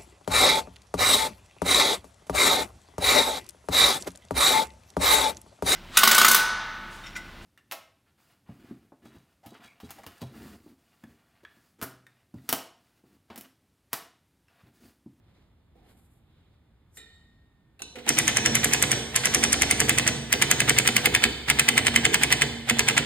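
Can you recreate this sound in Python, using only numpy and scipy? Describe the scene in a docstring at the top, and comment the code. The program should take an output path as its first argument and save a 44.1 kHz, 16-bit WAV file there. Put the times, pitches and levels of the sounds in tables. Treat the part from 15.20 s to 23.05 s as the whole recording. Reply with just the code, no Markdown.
"""A workbench in a hard room, where a motor-driven rig pulses the rim brake of a spinning bicycle wheel.
Over ventilation rumble a sleeve brushes by and a hand spins the wheel, which pings once.
A switch snaps, the drive clicks on, then the brake knocks eleven times a second in bursts.
Each stroke rattles up, clacks, rebounds and shakes the bench. As the microphone moves closer,
the clacks change colour and the room falls back."""
import sys
import numpy as np
from scipy import signal
from scipy.fft import rfft, irfft, next_fast_len
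from scipy.io import wavfile
from scipy.ndimage import uniform_filter1d

SR = 44100
rng = np.random.default_rng(int(sys.argv[2]) if len(sys.argv) > 2 else 0)


def store_pcm(level_fs):
    """Save levels as 16-bit WAV."""
    pcm = np.round(np.clip(level_fs, -1, 1) * 32767).astype(np.int16)
    wavfile.write(sys.argv[1], SR, np.atleast_2d(pcm).T)


N = 346185
TIME = np.arange(N) / SR


def amp(db):
    return 10 ** (np.asarray(db) / 20)


def unit_rms(x):
    return x / np.sqrt(np.mean(x ** 2) + 1e-20)


def wobble(shape, span):
    """Random modulation at unit rms, smoothed over span samples."""
    return unit_rms(uniform_filter1d(rng.standard_normal(shape), size=span))


def curve(points, hz):
    """Reads a table on a log-frequency axis."""
    f, value = np.transpose(points)
    return np.interp(np.log(hz + 1), np.log(f + 1), value)


def fade(t, t60):
    """Exponential decay that starts at t = 0."""
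    return (t >= 0) * np.exp(-np.log(1000) * np.maximum(t, 0) / t60)


def add(mix, s, sound):
    """Mixes a sound in at time s."""
    part = mix[..., round(s * SR):][..., :sound.shape[-1]]
    part += sound[..., :part.shape[-1]]


def convolve(x, response):
    return signal.fftconvolve(np.atleast_2d(x), response, axes=1)[:, :N]


# stereo image: f/Hz, left-right correlation before clipping
STEREO_IMAGE = [(100, 1.94), (300, 1.2), (500, .5), (800, 0.6), (1300, 0.82), (2100, 0.69), (2600, -.5),
                (3500, 0.07), (5000, 0.1), (5900, -1), (6800, 0.1), (8300, 0.54), (10200, 0), (11500, 1),
                (15000, 0)]
def correlation(hz):
    """How alike the two microphone ports sound at each frequency."""
    return np.clip(curve(STEREO_IMAGE, hz), -1, 0.96)


def noise(spectrum, size=N, shifted=0.32):
    """Coloured stereo noise; part of it reaches the right port shifted in phase."""
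    length = next_fast_len(size, True)
    hz = np.fft.rfftfreq(length, 1 / SR)
    left, other = rfft(rng.standard_normal((2, length)))
    same = correlation(hz)
    wide = np.sqrt(1 - shifted ** 2) * other - 1j * shifted * left
    right = same * left + np.sqrt(1 - same ** 2) * wide
    return unit_rms(irfft(np.array([left, right]) * amp(curve(spectrum, hz)), length)[:, :size])


def ring(modes, size, detune=0, spread_db=0):
    """Struck modes, each lagging in the right port; no two blows are quite alike."""
    t, out = TIME[:size], np.zeros((2, size))
    for (hz, db, t60), (shift, gain) in zip(modes, rng.standard_normal((len(modes), 2))):
        lag = np.array([[0], [np.arccos(correlation(hz))]])
        phase = 2 * np.pi * (hz * (1 + detune * shift) * t + rng.random())
        out += amp(db + spread_db * gain) * fade(t, t60) * np.sin(phase - lag)
    return out


# sleeve moves: t/s, length/s, rustle/dB, swish/dB
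SLEEVE_MOVES = [(.02, 0.2, -69, -88), (0.535, 0.18, -69.5, -88), (0.643, 0.3, -82, -76.5),
                (1.06, 0.27, -76, -100)]
# cloth rustle, airy swish, dull bump and ventilation bed: f/Hz, level/dB
RUSTLE_EQ = [(100, -6), (400, 5.5), (800, -1), (1500, -4), (4000, -6), (5500, -16), (16000, -37)]
SWISH_EQ = [(3000, -22), (6200, -15), (7200, -5), (12500, -5), (15500, -19)]
BUMP_EQ = [(130, 7), (300, 11), (550, 0), (800, 7), (1100, -17), (4000, -22), (6000, -35)]
VENT_EQ = [(25, -26), (43, -3.5), (70, 1), (190, -9), (350, -16.5), (450, -22), (800, -24.5), (1500, -30),
           (3900, -35.5), (5400, -46), (16000, -49)]
def background(whine_hz=3531, bump_s=0.555, attack_s=0.058, release_t60=0.44):
    """Ventilation rumble, a thin electrical whine, and a sleeve that brushes along and bumps the bench."""
    rustle, swish, sleeve = noise(RUSTLE_EQ), noise(SWISH_EQ), np.zeros((2, N))
    for s, length, rustle_db, swish_db in SLEEVE_MOVES:
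        attack = np.clip((TIME - s) / attack_s, 0, 1)
        release = fade(np.maximum(TIME - s - length, 0), release_t60)
        sleeve += attack * release * (amp(rustle_db) * rustle + amp(swish_db) * swish)
    folds = amp(2.5 * wobble(N, span=1500))
    bump = amp(-62) * noise(BUMP_EQ) * fade(TIME - bump_s, t60=1.7)
    whine = amp(-89) * np.sin(2 * np.pi * whine_hz * TIME)
    return amp(-61) * noise(VENT_EQ) + whine + sleeve * folds + bump


# brake cue list, shared by every layer of a stroke:
# t/s, clack level/dB, treble trim/dB, top trim/dB, rebound trim/dB, frame load/dB
STROKES = [(2.8898, -17.5, -1.5, 5, -4.5, -5), (2.986, -15.5, -1.5, 0.5, -9, -2.5),
           (3.0783, -16.5, -4, -1, -9, -4), (3.169, -17.5, -1, -6, -5.5, -0.5),
           (3.2596, -16, -4, -8, -5.5, 1.5), (3.3522, -16.5, -4, 4.5, -8, -9),
           (3.4435, -16, -5.3, 5.5, -9, -0.2), (3.534, -17.5, -0.2, 3, -0.5, 2),
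           (3.6243, -17, -1.5, 1, -2, -2.5), (3.715, -18, 1, 2, -3, -0.5), (3.96, -17.5, 3, 5, -7.5, -4.5),
           (4.055, -16, -3.5, 1, -5.5, -1), (4.1461, -17.5, 2.5, 2.5, -6.5, 3),
           (4.2369, -16, -1.5, -5, -5, 0), (4.3282, -17.5, 4.5, -1, -1.5, 1),
           (4.4193, -15.5, -1.5, 0, -2.5, 2), (4.51, -17.5, 0, -1, -4.5, -3.5),
           (4.6017, -17.5, -2, 0.5, -4.5, 2.5), (4.693, -16.5, 0, 6.5, -6.5, 2),
           (4.7835, -17.5, -1.5, -2, -2.5, -1.5), (4.8756, -17, -0.9, -3.5, -5, 1.5),
           (5.126, -17, -2.5, 6, -1.5, 1.8), (5.2213, -14, -3.5, 0.5, -9.5, -1.5),
           (5.3122, -15, -1, 2, -7, 1), (5.4025, -18.5, -3, -4, -2, 3), (5.4937, -14.5, -2.2, -1, -4, 2.5),
           (5.585, -14.5, -4.5, 0.7, -7, -0.5), (5.6746, -15.5, -2.5, 1, -2, 0.5),
           (5.765, -17, -1, 4, -6.5, 0), (5.8569, -15, -5, 2.5, -3, 1.5), (5.9484, -16, -3, -4, -3.5, -2),
           (6.0382, -15, -5, -4, -8, 3.5), (6.2994, -14.5, -5.5, -4, -8, 1),
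           (6.3946, -14.5, -5.5, 0, -10, -1), (6.487, -14, -6, -3, -23, 2.5),
           (6.5773, -14.5, -5.5, -5, -7.5, 3.5), (6.6671, -16.5, -4, -10, -2, -1.5),
           (6.76, -15.5, -4, -3, -8, 1), (6.8516, -15.5, -4.5, -15, -6.5, 1.5),
           (6.942, -14, -3.5, -2, -6.5, 2), (7.0334, -15, -5, -5, -8, 1), (7.1242, -13.5, -5, -1, -8, -2.5),
           (7.2186, -16, -4, -10, -21, 1.5), (7.4965, -15, -6.5, -3, -5, 0.5),
           (7.592, -16, -3.5, -4, -4, -2.5), (7.685, -14.5, -6, -0.5, -5, 0.5),
           (7.777, -14, -5.5, -16, -7.5, 1)]
# nudges to the bench: t/s, frame load/dB
NUDGES = [(.555, -27), (1.776, -27), (2.615, -20), (2.768, -12), (2.869, -6)]
# bench and frame resonances: f/Hz, level/dB, t60/s
BENCH_MODES = [(65.66, -11, 2.6), (87, -14, 1.2), (120.2, -13, 1.2), (141.9, -14, 1.2), (207, -13, 0.47),
               (231, -1.5, 1.0), (284.5, -.5, 0.4), (338, -2.5, 0.22), (410, -1.5, 0.45), (454, 0, 0.3),
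               (491.7, 0, 0.27), (729.6, 6, 0.086)]
# boom of the bench top: f/Hz, level/dB
THUD_EQ = [(30, -32), (48, -24), (62, 9), (130, -3.5), (180, -9), (260, 2.5), (480, 0.5), (600, -23),
           (760, -2), (1100, -17), (2500, -29)]
def bench(modes_db=-38, thud_db=-39.5, delay_s=0.013, rise_s=0.0013, same=0.58):
    """The bench booms when nudged, and as each stroke loads the frame just after the clack."""
    blows = [(s + delay_s, load_db) for s, *_, load_db in STROKES] + NUDGES
    t, out = TIME[:SR], np.zeros((2, N))
    top = noise(THUD_EQ, SR)
    # the rig shifts on the bench, so it rings in a few slightly different ways
    seatings = [ring(BENCH_MODES, SR, detune=0.009, spread_db=2) for _ in range(5)]
    attack, decay = 1 - np.exp(-t / rise_s), amp(thud_db) * fade(t, t60=0.68)
    for s, db in blows:
        modes = seatings[rng.integers(len(seatings))]
        thud = (same * top + np.sqrt(1 - same ** 2) * noise(THUD_EQ, SR)) * decay
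        add(out, s, amp(db) * attack * (amp(modes_db) * modes + thud))
    out *= amp(2.2 * wobble(N, span=700))  # chattering feet roughen the rumble
    # a high-pass keeps the thuds free of deep rumble
    return signal.sosfilt(signal.butter(6, 52, "high", fs=SR, output="sos"), out)


# skin sliding on the rim: f/Hz, level/dB
PALM_EQ = [(1200, -14), (3000, -4), (3800, 0), (4400, -15), (5400, -30)]
def rim_rub(peak_s=1.2, width_s=0.19):
    """The palm hisses along the rim as it pushes the wheel round."""
    return amp(-77) * noise(PALM_EQ) * np.exp(-((TIME - peak_s) / width_s) ** 2)


# the hand flicks past the spokes: t/s, level/dB
SPOKE_FLICKS = [(1.772, -72), (1.776, -64), (1.799, -71)]
# rim and spokes, the main note a beating cluster: f/Hz, level/dB, t60/s
WHEEL_MODES = [(1370, -14, .8), (1820, -6, 1.9), (1851, -5, 1.9), (1880, -12, 1.2), (1992, -1, .42),
               (2390, -5, .4), (3030, -8.5, .75), (3560, -7, .5), (3698, -3.5, .65), (3760, -3, .45),
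               (4290, -10, .6), (4619, -13, .6), (5453, -12, .6), (6891, -10, .33), (7332, -6, .22),
               (7515, 5, .19), (8366, 2, .14), (9604, -5, .2), (12900, -2, .1)]
# bright steel crack and midrange rattle, shared with the drive and brake: f/Hz, level/dB
CRACK_EQ = [(40, -47), (150, 1.5), (500, -18), (1000, -1), (2000, -1.5), (3000, -4), (4100, -7.5),
            (5200, -1), (6000, 8.5), (8600, 4), (9700, 4.5), (11400, -3.5), (12300, -17), (15500, -23)]
RATTLE_EQ = [(40, -14.5), (150, -4.5), (500, -3.5), (800, -3.5), (1100, -5), (2000, 6), (3300, 1),
             (4600, -8), (6500, -12), (8600, -9), (10000, -21), (12500, -22), (15500, -22)]
def wheel(ping_s=1.772, ping_db=-56, stroke_db=-63, scuff_rise_s=0.015, scuff_fall_s=0.02):
    """The wheel pings as the hand leaves it, and rings faintly under every brake stroke."""
    taps, flicks, t = np.zeros(N), np.zeros(N), TIME - ping_s
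    add(taps, ping_s, amp([ping_db]))
    for s, db in SPOKE_FLICKS:
        add(flicks, s, amp([db - 4]))
    for (s, *_), (jitter, force) in zip(STROKES, rng.standard_normal((len(STROKES), 2))):
        add(taps, s + 0.0012 * jitter, amp([stroke_db + 3 * force]))
    # spokes of unequal tension ring briefly around the rim's own notes
    spokes = sum(ring(WHEEL_MODES, SR, detune=0.022, spread_db=3) for _ in range(4))
    spokes *= amp(-6) * fade(TIME[:SR], t60=1)
    scuff_shape = np.exp(np.minimum(t / scuff_rise_s, -t / scuff_fall_s))
    scuff = amp(-55) * (noise(CRACK_EQ) + noise(SWISH_EQ)) * scuff_shape
    jingle = amp(-65) * noise(RATTLE_EQ) * fade(t, t60=1)
    knock = amp(-52) * noise(RATTLE_EQ) * fade(t, t60=0.092)
    rim = convolve(taps, ring(WHEEL_MODES, SR))
    return rim + convolve(taps + flicks, spokes) + knock + scuff + jingle


def clicks(cues, body_eq, steel_t60=0.025, rise_s=0.00047):
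    """Dry clicks: a tick of steel on steel over the duller body of the part."""
    steel, body, out = noise(CRACK_EQ), noise(body_eq), np.zeros((2, N))
    for s, body_db, t60, steel_db in cues:
        t = np.maximum(TIME - s, 0)
        tick = amp(steel_db) * fade(t, steel_t60) * steel
        out += (1 - np.exp(-t / rise_s)) * (amp(body_db) * fade(t, t60) * body + tick)
    return out


# press and snap of the switch: t/s, body level/dB, body t60/s, steel level/dB
SWITCH_CLICKS = [(2.593, -44.5, 0.095, -60), (2.6196, -37, 0.046, -26)]
# switch case: f/Hz, level/dB
SWITCH_EQ = [(100, -18), (750, -11), (1050, -9), (1400, 0), (2200, -5), (2700, 11), (3150, -8), (4050, 8),
             (4800, -15), (15000, -16)]
# spring and contacts: f/Hz, level/dB, t60/s
SPRING_MODES = [(2610, -9, .4), (2680, 9, .07), (3500, -4, .15), (3790, -9, .3), (4000, -3, .42),
                (4480, -15, .35), (7140, -3, .17), (8650, 0, .12), (9490, -8, .12)]
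def switch(press_db=-65, snap_db=-52):
    """The start switch is pressed and snaps over; its spring coils jangle, slightly detuned."""
    out = clicks(SWITCH_CLICKS, SWITCH_EQ)
    for (s, *_), spring_db in zip(SWITCH_CLICKS, (press_db, snap_db)):
        coils = sum(ring(SPRING_MODES, SR, detune=0.018) for _ in range(5))
        add(out, s, amp(spring_db) * coils)
    return out


# hollow drive housing: f/Hz, level/dB
HOUSING_EQ = [(200, -15), (550, -11), (760, 8), (1000, -9), (1600, -16), (4000, -25)]
def housing_tocks(latch_s=2.603, lead_s=0.023):
    """The drive housing gives a woody tock as it latches and as each pull begins."""
    power = (amp(-43) * fade(TIME - latch_s, t60=0.044)) ** 2
    pull = (amp(-35) * fade(TIME[:8192], t60=0.04)) ** 2
    for s, *_ in STROKES:
        add(power, s - lead_s, pull)
    return noise(HOUSING_EQ) * np.sqrt(power)


def motor_start(start_s=2.748, hz=488, rise_s=0.008):
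    """The motor housing knocks and hums briefly as the drive takes up the load."""
    t = np.maximum(TIME - start_s, 0)
    shake, drift = wobble((2, N), span=450)
    cycles = np.cumsum(hz * (1 + 0.03 * drift)) / SR
    hum = (1 + 0.45 * shake) * np.sin(2 * np.pi * cycles)
    return amp(-40.5) * (1 - np.exp(-t / rise_s)) * fade(t, t60=0.37) * hum


# the drive engaging: t/s, body level/dB, body t60/s, steel level/dB
DRIVE_CLICKS = [(2.756, -40, 0.14, -44), (2.785, -43, 0.11, -62), (2.864, -34, 0.043, -42)]
def drive_clicks():
    """Steel parts meet in three light clicks as the drive engages."""
    return clicks(DRIVE_CLICKS, RATTLE_EQ)


def rattle(swell_s=0.018, slack_s=0.0057, rebound_s=0.0125):
    """Play in the linkage: a swelling scrape, a steely tap as the slack closes, a rebound, chatter."""
    power, tick_power, t = np.zeros(N), np.zeros(N), TIME[:4096]
    tap, tick, rebound = (fade(t, t60) ** 2 for t60 in (0.049, 0.016, 0.03))
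    swell = np.exp(-2 * t / swell_s)[::-1]
    for s, db, treble_db, _, rebound_db, _ in STROKES:
        slack_jitter, rebound_jitter = rng.standard_normal(2)
        add(power, s - t[-1], amp(db - 14.5) ** 2 * swell)
        taut_s = s - slack_s + 0.00072 * slack_jitter
        add(power, taut_s, amp(db - 9) ** 2 * tap)
        add(tick_power, taut_s, amp(db + treble_db - 5) ** 2 * tick)
        add(power, s + rebound_s + 0.0013 * rebound_jitter, amp(db + rebound_db + 3.5) ** 2 * rebound)
        # nine loose taps scattered around the clack
        for offset_s, force in zip(rng.triangular(-0.024, 0, 0.026, 9), rng.random(9)):
            add(power, s + offset_s, amp(db - 16 + 8.4 * force) ** 2 * tap)
    return noise(RATTLE_EQ) * np.sqrt(power) + noise(CRACK_EQ) * np.sqrt(tick_power)


def swing(t, hz, width_s):
    """A few cycles of low tone under a bell curve centred on t = 0."""
    return np.exp(-(t / width_s) ** 2) * np.sin(2 * np.pi * hz * t)


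# fader ride on the bench top's sway: t/s, level/dB
SWAY_RIDE = [(2.9, -7), (3.1, -1), (3.3, 0.5), (3.7, -2.5), (4.0, -6), (4.2, -7), (4.55, 0), (4.85, 2.5),
             (5.15, -1.5), (5.5, 3.5), (5.8, -3.5), (6.3, -3), (7.0, -1), (7.8, 1)]
def throb(sway_hz=129, knock_hz=232, pull_s=0.01016, push_s=0.02768, knock_s=0.02196):
    """Each stroke tugs the bench top one way, then shoves it back as the frame knocks down on it."""
    out, preroll_s = np.zeros(N), 3072 / SR
    t = TIME[:8192] - preroll_s
    for s, *_, load_db in STROKES:
        push_tune, pull_tune, knock_tune = rng.normal(1, [0.04, 0.04, 0.12])
        pull = amp(-2) * swing(t + pull_s, sway_hz * pull_tune, width_s=0.014)
        push = swing(t - push_s, sway_hz * push_tune, width_s=0.014)
        knock = swing(t - knock_s, knock_hz * knock_tune, width_s=0.0069)
        sway_db = np.interp(s, *np.transpose(SWAY_RIDE)) - 31.5
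        add(out, s - preroll_s, amp(sway_db) * (push - pull) + amp(load_db - 32) * knock)
    return out


# microphone move: t/s, nearness/dB
MIC_MOVE = [(2.9, 0), (4.0, -0.5), (5.0, 2), (6.0, 5), (7.8, 3.5)]
def nearness(s):
    """Closeness of the microphone in dB; it tints the clacks and pulls down the room send."""
    return np.interp(s, *np.transpose(MIC_MOVE))


# brake arm and lever: f/Hz, level/dB, t60/s
ARM_MODES = [(1384, -8, 0.016), (1720, 3.5, 0.014), (2060, 1.5, 0.025), (2270, 4.5, 0.014),
             (2560, -3.5, 0.036), (3037, -2, 0.022), (3530, -15, 0.045), (4630, -8, 0.025),
             (5750, 6, 0.015), (6245, -4.5, 0.033), (7257, 0, 0.031), (8420, 8.5, 0.015),
             (8840, 3.5, 0.019), (9900, -6, 0.018), (11410, -1, 0.012), (13030, -16, 0.016),
             (15250, -6.5, 0.011)]
# sizzle of first contact: f/Hz, level/dB
SNAP_EQ = [(1500, -29), (4500, -14.5), (6000, 8.5), (9000, 2), (11500, -1), (12500, -18.5), (15500, -14),
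           (16500, -13)]
# close-up tint: f/Hz, gain/dB per dB of nearness
CLOSE_EQ = [(500, 0.13), (2000, 1.21), (3000, 1.51), (4200, 2.18), (6000, -1), (8600, 1), (11000, -1.33),
            (13000, 1.8), (15500, 1.4)]
def clacks(rise_s=0.0013, snap_s=0.0015, same=0.53, treble_hz=4500, top_hz=10000, size=4096):
    """The arm slams home: a gritty snap, ringing modes, and a crack that partly repeats each stroke."""
    out, t, hz = np.zeros((2, N)), TIME[:size], np.fft.rfftfreq(2 * size, 1 / SR)
    steel = noise(CRACK_EQ, size)
    attack = 1 - np.exp(-(t / rise_s) ** 2)
    treble, top = (1 / (1 + (edge / (hz + 1)) ** 12) for edge in (treble_hz, top_hz))  # high shelves
    for s, db, treble_db, top_db, *_ in STROKES:
        crack = (same * steel + np.sqrt(1 - same ** 2) * noise(CRACK_EQ, size)) * fade(t, t60=0.032)
        grit = unit_rms(amp(3 * wobble(size, span=12)))
        snap = amp(4.8) * grit * noise(SNAP_EQ, size) * np.exp(-((t - snap_s) / snap_s) ** 2)
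        arm = ring(ARM_MODES, size, detune=0.0091, spread_db=3)
        blow = (amp(4.5) * crack + amp(1) * arm) * attack + snap
        eq_db = treble_db * (treble - top) + top_db * top + nearness(s) * curve(CLOSE_EQ, hz)
        # the arm never meets its stop at quite the same spot, which shifts the highs
        eq_db += 1.7 * treble * np.interp(hz, np.linspace(0, SR / 2, 16), rng.standard_normal(16))
        padded = np.pad(blow, ((0, 0), (size, 0)))
        add(out, s - size / SR, amp(db) * irfft(rfft(padded) * amp(eq_db)))
    return out


# loose steel that sings on between strokes: f/Hz, level/dB, t60/s
FITTING_MODES = [(1572, -4.5, 0.49), (2600, -1, 0.41), (3370, -11, 0.45), (6880, -3, 0.53),
                 (7550, -16, 0.25), (8500, -8, 0.28)]
def fittings():
    """Every stroke sets the small steel parts ringing, each time with a different weight."""
    out = np.zeros((2, N))
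    for s, *_ in STROKES:
        add(out, s, amp(-41) * ring(FITTING_MODES, size=16384, detune=0.017, spread_db=5))
    return out


# low accents as the rig lands: t/s, level/dB
LANDINGS = [(2.902, -24), (3.315, -24.5), (5.688, -24), (6.051, -26), (6.768, -21), (7.508, -15.5)]
def landings(hz=232, rise_s=0.0099):
    """Now and then the rig hops and lands on the bench with a hollow knock."""
    out, t = np.zeros(N), TIME[:16384]
    knock = (1 - np.exp(-t / rise_s)) * fade(t, t60=0.15) * np.sin(2 * np.pi * hz * t)
    for s, db in LANDINGS:
        add(out, s, amp(db) * knock)
    return out


# reverb colour: f/Hz, level/dB
ROOM_EQ = [(40, 2), (100, 13), (700, 7.5), (1200, 0.5), (2100, -3.5), (2800, -1), (3700, 6), (4800, 3),
           (6000, -1), (7000, -3.5), (8700, -3), (10500, -11), (15500, -9)]
# reverb decay: f/Hz, t60/s
ROOM_DECAY = [(100, 1.0), (500, 1), (2000, 1), (4000, 1), (8000, 0.73), (15000, 0.99)]
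def room(x, wet_db=-6.5, onset_s=0.004, tails=3):
    """Hard walls return diffuse tails that die band by band and keep shifting from knock to knock."""
    send, out = x[0] / amp(nearness(TIME)), np.zeros((2, N))
    for k in range(tails):
        hz, t, bands = signal.stft(noise(ROOM_EQ, SR), SR, nperseg=256)
        envelope = fade(t, curve(ROOM_DECAY, hz)[:, None]) * (1 - np.exp(-t / onset_s))
        tail = signal.istft(bands * envelope, SR, nperseg=256)[1]
        share = np.sqrt(2 / tails) * np.cos(np.pi * (2.3 * TIME + k / tails))
        out += convolve(send * share, tail / np.linalg.norm(tail[0]))
    return amp(wet_db) * out


def scene():
    """The mix: a metal bus and a boom bus feed the room; fittings, palm and background stay dry."""
    metal = clacks() + rattle() + housing_tocks() + switch() + drive_clicks() + wheel()
    boom = bench() + motor_start() + throb() + landings()
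    return metal + boom + fittings() + room(metal + amp(-7) * boom) + rim_rub() + background()


# pan by frequency: f/Hz, left minus right/dB
PORT_BALANCE = [(80, 0.5), (250, -3), (650, -5), (1100, 1), (2050, -0.2), (2600, -3.5), (3600, -2.5),
                (4500, -1), (6000, -0.5), (15000, 0)]
def record(dry, cutoff_hz=15850):
    """Unequal microphone ports, soft overload on the peaks, then a steep low-pass."""
    tilt_db = curve(PORT_BALANCE, np.fft.rfftfreq(N, 1 / SR))
    ports = amp(np.array([tilt_db, -tilt_db]) / 2)
    ports /= np.sqrt(np.mean(ports ** 2, axis=0))
    saturated = np.tanh(irfft(rfft(dry) * ports, N))
    lowpass = signal.firwin(255, cutoff_hz, window=("kaiser", 9), fs=SR)
    return signal.oaconvolve(saturated, lowpass[None], "same")


dry = scene()
out = record(dry)
store_pcm(out)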